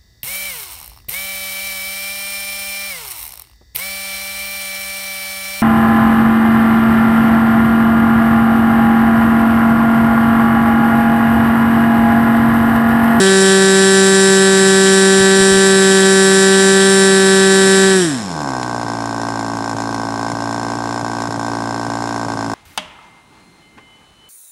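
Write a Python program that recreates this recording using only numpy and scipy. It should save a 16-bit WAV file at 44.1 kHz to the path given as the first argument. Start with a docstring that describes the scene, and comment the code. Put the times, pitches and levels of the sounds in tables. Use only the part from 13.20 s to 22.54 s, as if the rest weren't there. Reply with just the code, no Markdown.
"""A small two-stroke glow engine with a propeller runs flat out on a wooden test stand, close by.
At first, exhaust pulses merge into a buzz, with a treble rasp, rushing gas and propeller tones over wash.
Soon after 2 s three puffs of that wash bump the microphone.
Near 4.8 s the throttle closes and the engine runs down; buzz and rasp fade and single pops come through.
It settles to a putting, ticking idle with a weak firing now and then; nearby walls answer the clatter."""
import sys
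import numpy as np
from scipy import signal
from scipy.fft import rfft, irfft, next_fast_len
from scipy.io import wavfile
from scipy.ndimage import map_coordinates

SR = 44100
rng = np.random.default_rng(int(sys.argv[2]) if len(sys.argv) > 2 else 0)


def unload_wav(signal):
    """Save mono or channel-first audio to the path in sys.argv[1] as 16-bit WAV at rate SR, clipped to [-1, 1]."""
    wavfile.write(
        sys.argv[1],
        SR,
        np.round(np.clip(np.atleast_2d(signal).T, -1, 1) * 32767).astype(np.int16),
    )


N = 411894  # length in samples

# Levels in the tone-colour tables are relative: each layer is scaled afterwards.
# exhaust pipe and its surroundings at full throttle: [f/Hz, level/dB]
EXHAUST_COLOUR = [(400, -50), (575, -16), (770, -16), (963, -21), (1156, -17), (1349, -18), (1541, -9.5),
                  (1734, -9.5), (1927, -14), (2120, -32), (2312, -24), (2700, -25), (2890, -29),
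                  (3083, -22), (3470, -23), (3660, -21), (3853, -14), (4046, -23), (4240, -20), (4430, -35),
                  (4625, -22), (4820, -23), (5200, -36), (6000, -60)]
# rasp of the ports and the metal at full throttle: [f/Hz, level/dB]
RASP_COLOUR = [(4400, -31), (5000, -10), (5390, -3.5), (5590, -0.5), (5800, -11.5), (6550, -12),
               (7130, -18), (7320, 0), (7520, 2.5), (7750, -4), (8200, 0), (8500, -10.5), (9550, -4),
               (9850, -7), (10150, -20.5), (11600, -19.5)]
# turbulent gas and air at full throttle: [f/Hz, level/dB]
RUSH_COLOUR = [(30, -20), (90, -15.5), (160, 1), (260, -6), (500, -9.5), (1000, -13.5), (1450, -10.5),
               (1780, -2), (2050, -11), (2400, -9.5), (2600, -14.5), (3600, -10.5), (4250, -13.5),
               (6900, -17), (7400, -11.5), (9600, -14.5), (10300, -23.5)]
# air stirred by the propeller: [f/Hz, level/dB]
WASH_COLOUR = [(25, -30), (80, -4), (140, 0), (300, 4.5), (600, 1), (1200, -5.5), (2400, -17.5),
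               (5400, -14.5), (9000, -18.5), (11500, -27.5)]
# bark of one idle firing: [f/Hz, level/dB]
BARK_COLOUR = [(200, -20), (450, -19), (690, 2), (860, 3), (1120, 0.5), (1330, -19), (1700, -8.5),
               (2300, -27), (3500, -73)]
# gas resonances of the muffler: [f/Hz, width/Hz, level/dB]
MUFFLER_MODES = [(160, 77, -9), (222.6, 19, 0.5), (273.6, 32.6, 4), (388, 170, -10)]
# ringing of mount and stand: [f/Hz, width/Hz, level/dB]
STAND_MODES = [(1546, 69, 5), (1877, 86, -13), (2110, 85, -22)]
# ringing metal of cylinder and crankcase: [f/Hz, width/Hz, level/dB]
METAL_MODES = [(2540, 74, -12.5), (3620, 68, -7), (4230, 130, -6.5), (5147, 80, 3), (5490, 145, -1.5),
               (6570, 64, -5.5), (7360, 85, -4.5), (8300, 250, -26), (8700, 380, -22)]
# puffs of wash on the microphone: [t/s, length/s, level/dB]
MIC_PUFFS = [(2.015, .012, -23), (2.21, 0.0069, -23), (2.34, 0.021, -25)]
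# time the walls' answer takes to fall by 60 dB: [f/Hz, decay/s]
ROOM_DECAY = [(200, 0.79), (1500, 0.63), (10000, 0.27)]
# crankshaft speed with the throttle wide open, one firing a turn: [t/s, speed/(turns/s)]
TOP_SPEED_CURVE = [(0.3, 192.35), (0.85, 193.02), (1.5, 192.4), (2.15, 192.77), (2.4, 193.36),
                   (2.65, 192.3), (3.2, 192.46), (3.7, 193.79), (4.0, 192.38), (4.6, 192.55)]
# crankshaft speed with the throttle closed, hunting a little: [t/s, speed/(turns/s)]
IDLE_SPEED_CURVE = [(5.6, 56.9), (6.3, 56.13), (6.9, 56.1), (7.1, 57.0), (7.75, 58.07), (8.0, 57.28),
                    (8.65, 57.28), (8.85, 58.11), (9.34, 54.84)]
# idle firings in which the charge burns weakly: [t/s, level/dB]
WEAK_FIRINGS = [(5.649, -9), (6.353, -4), (6.549, -17), (6.71, -4), (7.135, -16), (7.571, -4), (7.83, -20),
                (8.091, -20), (8.178, -18), (8.684, -11), (9.067, -12), (9.156, -11), (9.281, -10)]

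CLOSE_S, CLOSE_EASE_S = 4.829, .0385  # the throttle is half shut at this time; how gently it moves
RUN_DOWN_S = .173  # time constant with which crankshaft and propeller lose speed
FIRING_S = 7.898  # a firing falls about here, which sets the crank angle
SHAFT_TOP_DB, SHAFT_IDLE_DB = -16, -46.5  # rms of the propeller's once-a-turn tone, flat out and idling
BLADE_TOP_DB, BLADE_IDLE_DB = -12, -32.5  # rms of its blade-passing tone, flat out and idling
BURN_SCATTER_DB = .7  # no two idle charges burn quite alike
# power flat out; what shutting the throttle takes; the fall each time the revs above idle halve
POWER_DB, CHOKE_DB, POWER_DB_PER_HALVING = -0.85, 4, 8.5
# relative strength of the pops at idle; how far they sink well above these revs (0-1)
POP_IDLE_DB, POP_FADE_DB, POP_REVS = 1, 13, 0.2
# the buzz nears this loss as the revs slip below the pipe's tuning; the share of slip that matters
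OFF_PIPE_DB, PIPE_BAND = 3, 0.044
TOP_HZ = 11750  # the recorder's band limit


def amp(db):
    """Decibels to gain."""
    return 10 ** (np.asarray(db) / 20)


def unit(x):
    """Scale the whole signal to rms 1."""
    return x / np.sqrt(np.mean(x ** 2) + 1e-20)


def along(points, hz):
    """Read (Hz, value) points on a log frequency axis."""
    f, v = np.transpose(points)
    return np.interp(np.log(hz + 1), np.log(f + 1), v)


def curves(rows):
    """One value per sample for each column after the time."""
    s, *cols = np.transpose(rows)
    return [np.interp(np.arange(N) / SR, s, c) for c in cols]


def wobble(rate):
    """A smooth random curve with this many random knots a second."""
    knots = rng.standard_normal(int(N * rate / SR) + 4)
    return map_coordinates(knots, [np.arange(N) * rate / SR])


def filtered(x, response):
    """Multiply the spectrum of x by a complex response of frequency."""
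    size = 2 * next_fast_len(N // 2 + SR // 4)
    return irfft(rfft(x, size) * response(np.fft.rfftfreq(size, 1 / SR)), size)[:N]


def coloured(x, spectrum):
    """Shape x by (Hz, dB) points, with a filter that never sounds ahead of its input."""
    def response(hz):
        # folding the cepstrum (the spectrum of the log gain) gives the least possible delay
        cepstrum = irfft(np.log(amp(along(spectrum, hz))))
        cepstrum[1:len(hz) - 1] *= 2
        cepstrum[len(hz):] = 0
        return np.exp(rfft(cepstrum))
    return filtered(x, response)


def resonate(x, modes):
    """Let x ring a set of (Hz, width in Hz, dB) resonances with alternating sign."""
    def response(hz):
        total = 0
        for k, (centre, width, db) in enumerate(modes):
            damping = 1j * hz * width
            total = total + (-1) ** k * amp(db) * damping / (centre * centre - hz * hz + damping)
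        return total
    return filtered(x, response)


def high_pass(x, hz, order):
    """Take away the lows, using only past samples."""
    return signal.sosfilt(signal.butter(order, hz, "high", fs=SR, output="sos"), x)


def pulses(times, sizes):
    """Sharp clicks placed exactly, even between samples."""
    at = times[:, None] * SR
    taps = np.floor(at).astype(int) + np.arange(-7, 9)
    shape = np.sinc(taps - at) * np.sinc((taps - at) / 8)
    return np.bincount(np.clip(taps, 0, N).ravel(), (sizes[:, None] * shape).ravel(), N + 1)[:N]


def throttle():
    """Wide open (1), then shut (0) in one smooth move."""
    return .5 - .5 * np.tanh((np.arange(N) / SR - CLOSE_S) / (2 * CLOSE_EASE_S))


def coast(opening):
    """Revs from 1 (flat out) to 0 (idle): inertia makes them lag behind the throttle."""
    keep = np.exp(-1 / (RUN_DOWN_S * SR))
    lost = signal.lfilter([1 - keep], [1, -keep], 1 - opening)
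    return np.clip(1 - lost, 1e-6, 1)


def crankshaft(revs):
    """Turns made so far; the slower the shaft turns, the more it wavers."""
    (top,), (low,) = curves(TOP_SPEED_CURVE), curves(IDLE_SPEED_CURVE)
    speed = low + (top - low) * revs
    turns = np.cumsum(speed) / SR
    turns = turns - turns[round(FIRING_S * SR)] % 1
    return turns + .85 / speed * wobble(14) + .0013 * wobble(60)


def firing_times(turns):
    """The plug lights the charge once a turn, at each whole turn."""
    return np.interp(np.arange(np.ceil(turns[0]), turns[-1]), turns, np.arange(N) / SR)


def full_throttle(turns, revs, opening):
    """Buzz, rasp, a rush of gas that swells once a turn and a sputtering hiss, all following the power."""
    power_db = POWER_DB - CHOKE_DB * (1 - opening) + POWER_DB_PER_HALVING * np.log2(revs)
    buzz = amp(-17.0) * exhaust(turns, smear_s=.004, flutter_db=0.7, chamber_hz=1728, width_hz=227)
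    ports = rasp(turns, size_db=1.0, second_hit=0.34)
    echoed = nearby_echo(ports, echo_db=-6.0, delay_s=.0023, sway_s=4e-5)
    edge = amp(-19.5 + 0.62 * wobble(9)) * unit(echoed)
    swelling = rng.standard_normal(N) * amp(3 * np.cos(2 * np.pi * turns))
    gas = amp(-24) * unit(coloured(swelling, RUSH_COLOUR))
    hiss_colour = [(2300, -43), (3000, -9.5), (3400, -7.5), (4400, -33.0)]
    hiss = unit(coloured(rng.standard_normal(N), hiss_colour))
    sputter = amp(-31.5 + 3.2 * wobble(50) + 1.5 * wobble(9.9)) * hiss
    on_pipe = amp(-OFF_PIPE_DB * np.tanh((1 - revs) / PIPE_BAND))
    return amp(power_db) * (on_pipe * buzz + edge + gas + sputter)


def exhaust(turns, smear_s, flutter_db, chamber_hz, width_hz):
    """At speed the pulses merge into a buzz; the pipe delays low tones, so each is a falling chirp."""
    times = firing_times(turns)
    blasts = pulses(times, amp(flutter_db * rng.standard_normal(len(times))))
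    chirps = filtered(blasts, lambda hz: np.exp(-2j * np.pi * smear_s * hz * (1 - hz / 12000)))
    # the muffler chamber holds the tones near its resonance and lets them go late
    held = filtered(chirps, lambda hz: np.exp(-2j * np.arctan(2 * (hz - chamber_hz) / width_hz)))
    return unit(coloured(held, EXHAUST_COLOUR))


def rasp(turns, size_db, second_hit):
    """Sharp edges as the exhaust port and then the transfer port open ring in the treble."""
    edges = 0
    for lag_turns, size in [(0, 1), (.29, second_hit)]:
        times = firing_times(turns - lag_turns)
        chance = rng.standard_normal((len(times), 2))
        jittered = times + 2e-6 * chance[:, 0]
        edges = edges + pulses(jittered, size * amp(size_db * chance[:, 1]))
    return unit(coloured(edges, RASP_COLOUR))


def nearby_echo(x, echo_db, delay_s, sway_s):
    """A reflection through the churning air makes the upper partials flicker in strength."""
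    delay = delay_s + sway_s * (wobble(2.976) + 0.71 * wobble(16))
    return x + amp(echo_db) * map_coordinates(x, [np.arange(N) - delay * SR])


def idle(turns, revs, opening):
    """Each firing puffs through the muffler, barks, rings the stand and ticks in the metal."""
    times = firing_times(turns)
    chance = rng.standard_normal((len(times), 2))
    burn_db = BURN_SCATTER_DB * chance[:, 0]
    for s, db in WEAK_FIRINGS:
        burn_db[np.argmin(abs(times - s))] = db
    times = times + 1.5e-4 * chance[:, 1]
    # the pops stand apart only once the throttle is shut and the revs have fallen
    coasting = 1 / (1 + (POP_REVS / revs) ** 4)
    pop_db = POP_IDLE_DB - POP_FADE_DB * coasting - 30 * opening
    level_db = np.interp(times, np.arange(N) / SR, pop_db)
    # the piston pumps gas through the muffler even when the charge hardly burns
    strokes = pulses(times, amp(level_db + 0.23 * burn_db))
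    puff_colour = [(80, -36), (160, 2.0), (500, 2), (2000, -31)]
    puff = amp(-30.0) * unit(coloured(resonate(strokes, MUFFLER_MODES), puff_colour))
    # the share of a charge that fails to burn leaves with a dull thud
    unburnt = pulses(times, amp(level_db) * (1 - amp(burn_db)))
    thud_colour = [(60, -30), (125, 4), (190, 2), (300, -6), (600, 0), (900, -6), (1500, -25), (3000, -55)]
    thud = amp(-42) * unit(coloured(unburnt, thud_colour))
    burns = pulses(times, amp(level_db + burn_db))
    bark = amp(-28.0) * unit(coloured(burns, BARK_COLOUR))
    ring_colour = [(600, -17.5), (1300, -7.0), (2000, 4.0), (4000, -19.5)]
    ring = amp(-34.5) * unit(coloured(resonate(burns, STAND_MODES), ring_colour))
    # the metal keeps rattling while the pops are still faint
    metal = ticks(times, 0.14 * level_db + burn_db, knock_db=3.0, scrape_s=0.0057)
    clatter = bark + ring + metal
    return puff + thud + clatter + amp(-14.5) * room(clatter)


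def ticks(times, level_db, knock_db, scrape_s):
    """The piston slaps just after the burn: the metal rings, with a short scrape of contacts."""
    slaps = pulses(times + 0.000612, amp(level_db))
    ring = unit(high_pass(resonate(slaps, METAL_MODES), 2000, order=2))
    contact_db = level_db + knock_db * rng.standard_normal(len(times))
    contacts = pulses(times + 0.00029, amp(contact_db))
    # each contact starts a burst of noise that dies away
    fading = signal.lfilter([1], [1, -np.exp(-1 / (scrape_s * SR))], contacts)
    scrape = fading * rng.standard_normal(N)
    grit_colour = [(1200, -38), (2000, 4), (3000, -7.0), (4250, 0.5), (4750, -8), (5400, 5), (6000, -4.0),
                   (7350, 5), (7800, -6), (9300, -7), (11000, -16)]
    grit = unit(coloured(scrape, grit_colour))
    return amp(-38.5) * ring + amp(-38) * grit


def propeller(turns, revs):
    """Two clean tones that grow with the revs: one at the shaft speed, one at the passing of two blades."""
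    shaft_db = SHAFT_IDLE_DB + (SHAFT_TOP_DB - SHAFT_IDLE_DB) * revs
    blade_db = BLADE_IDLE_DB + (BLADE_TOP_DB - BLADE_IDLE_DB) * revs
    angle = 2 * np.pi * turns
    shaft_tone = amp(shaft_db) * np.cos(angle - 2.5)
    blade_tone = amp(blade_db) * np.cos(2 * angle + 1.66)
    return np.sqrt(2) * (shaft_tone + blade_tone)


def wash(turns):
    """Air chopped by the two blades, with a few puffs that hit the microphone as low rumble."""
    air = rng.standard_normal(N) * amp(2 * np.cos(4 * np.pi * turns))
    t = np.arange(N) / SR
    puffs = sum(amp(db) * np.exp(-.5 * ((t - s) / length) ** 2) for s, length, db in MIC_PUFFS)
    rumble_colour = [(20, -8), (50, -9), (140, 0), (300, -16), (800, -66)]
    rumble = unit(coloured(rng.standard_normal(N), rumble_colour))
    return amp(-32.5) * unit(coloured(air, WASH_COLOUR)) + puffs * rumble


def room(x):
    """A short diffuse answer of the walls, made of noise that dies faster in the treble."""
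    hz, t, z = signal.stft(rng.standard_normal(SR // 3), SR, nperseg=256)
    decay = amp(-60 * t / along(ROOM_DECAY, hz)[:, None])
    tail = signal.istft(z * decay, SR, nperseg=256)[1]
    late = np.pad(x, (SR // 300, 0))  # the answer starts 1/300 s late
    return signal.fftconvolve(late, tail / np.linalg.norm(tail))[:N]


def scene():
    """The throttle sets the revs, and one crankshaft drives every layer."""
    opening = throttle()
    revs = coast(opening)
    turns = crankshaft(revs)
    engine = full_throttle(turns, revs, opening) + idle(turns, revs, opening)
    return (engine + propeller(turns, revs) + wash(turns))[None]


def record(dry):
    """The recorder clips at full scale and keeps almost nothing above its band limit."""
    clipped = np.clip(dry[0], -1, 1)
    return filtered(clipped, lambda hz: 1 / np.sqrt(1 + (hz / TOP_HZ) ** 160))[None]


dry = scene()
out = record(dry)
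unload_wav(out)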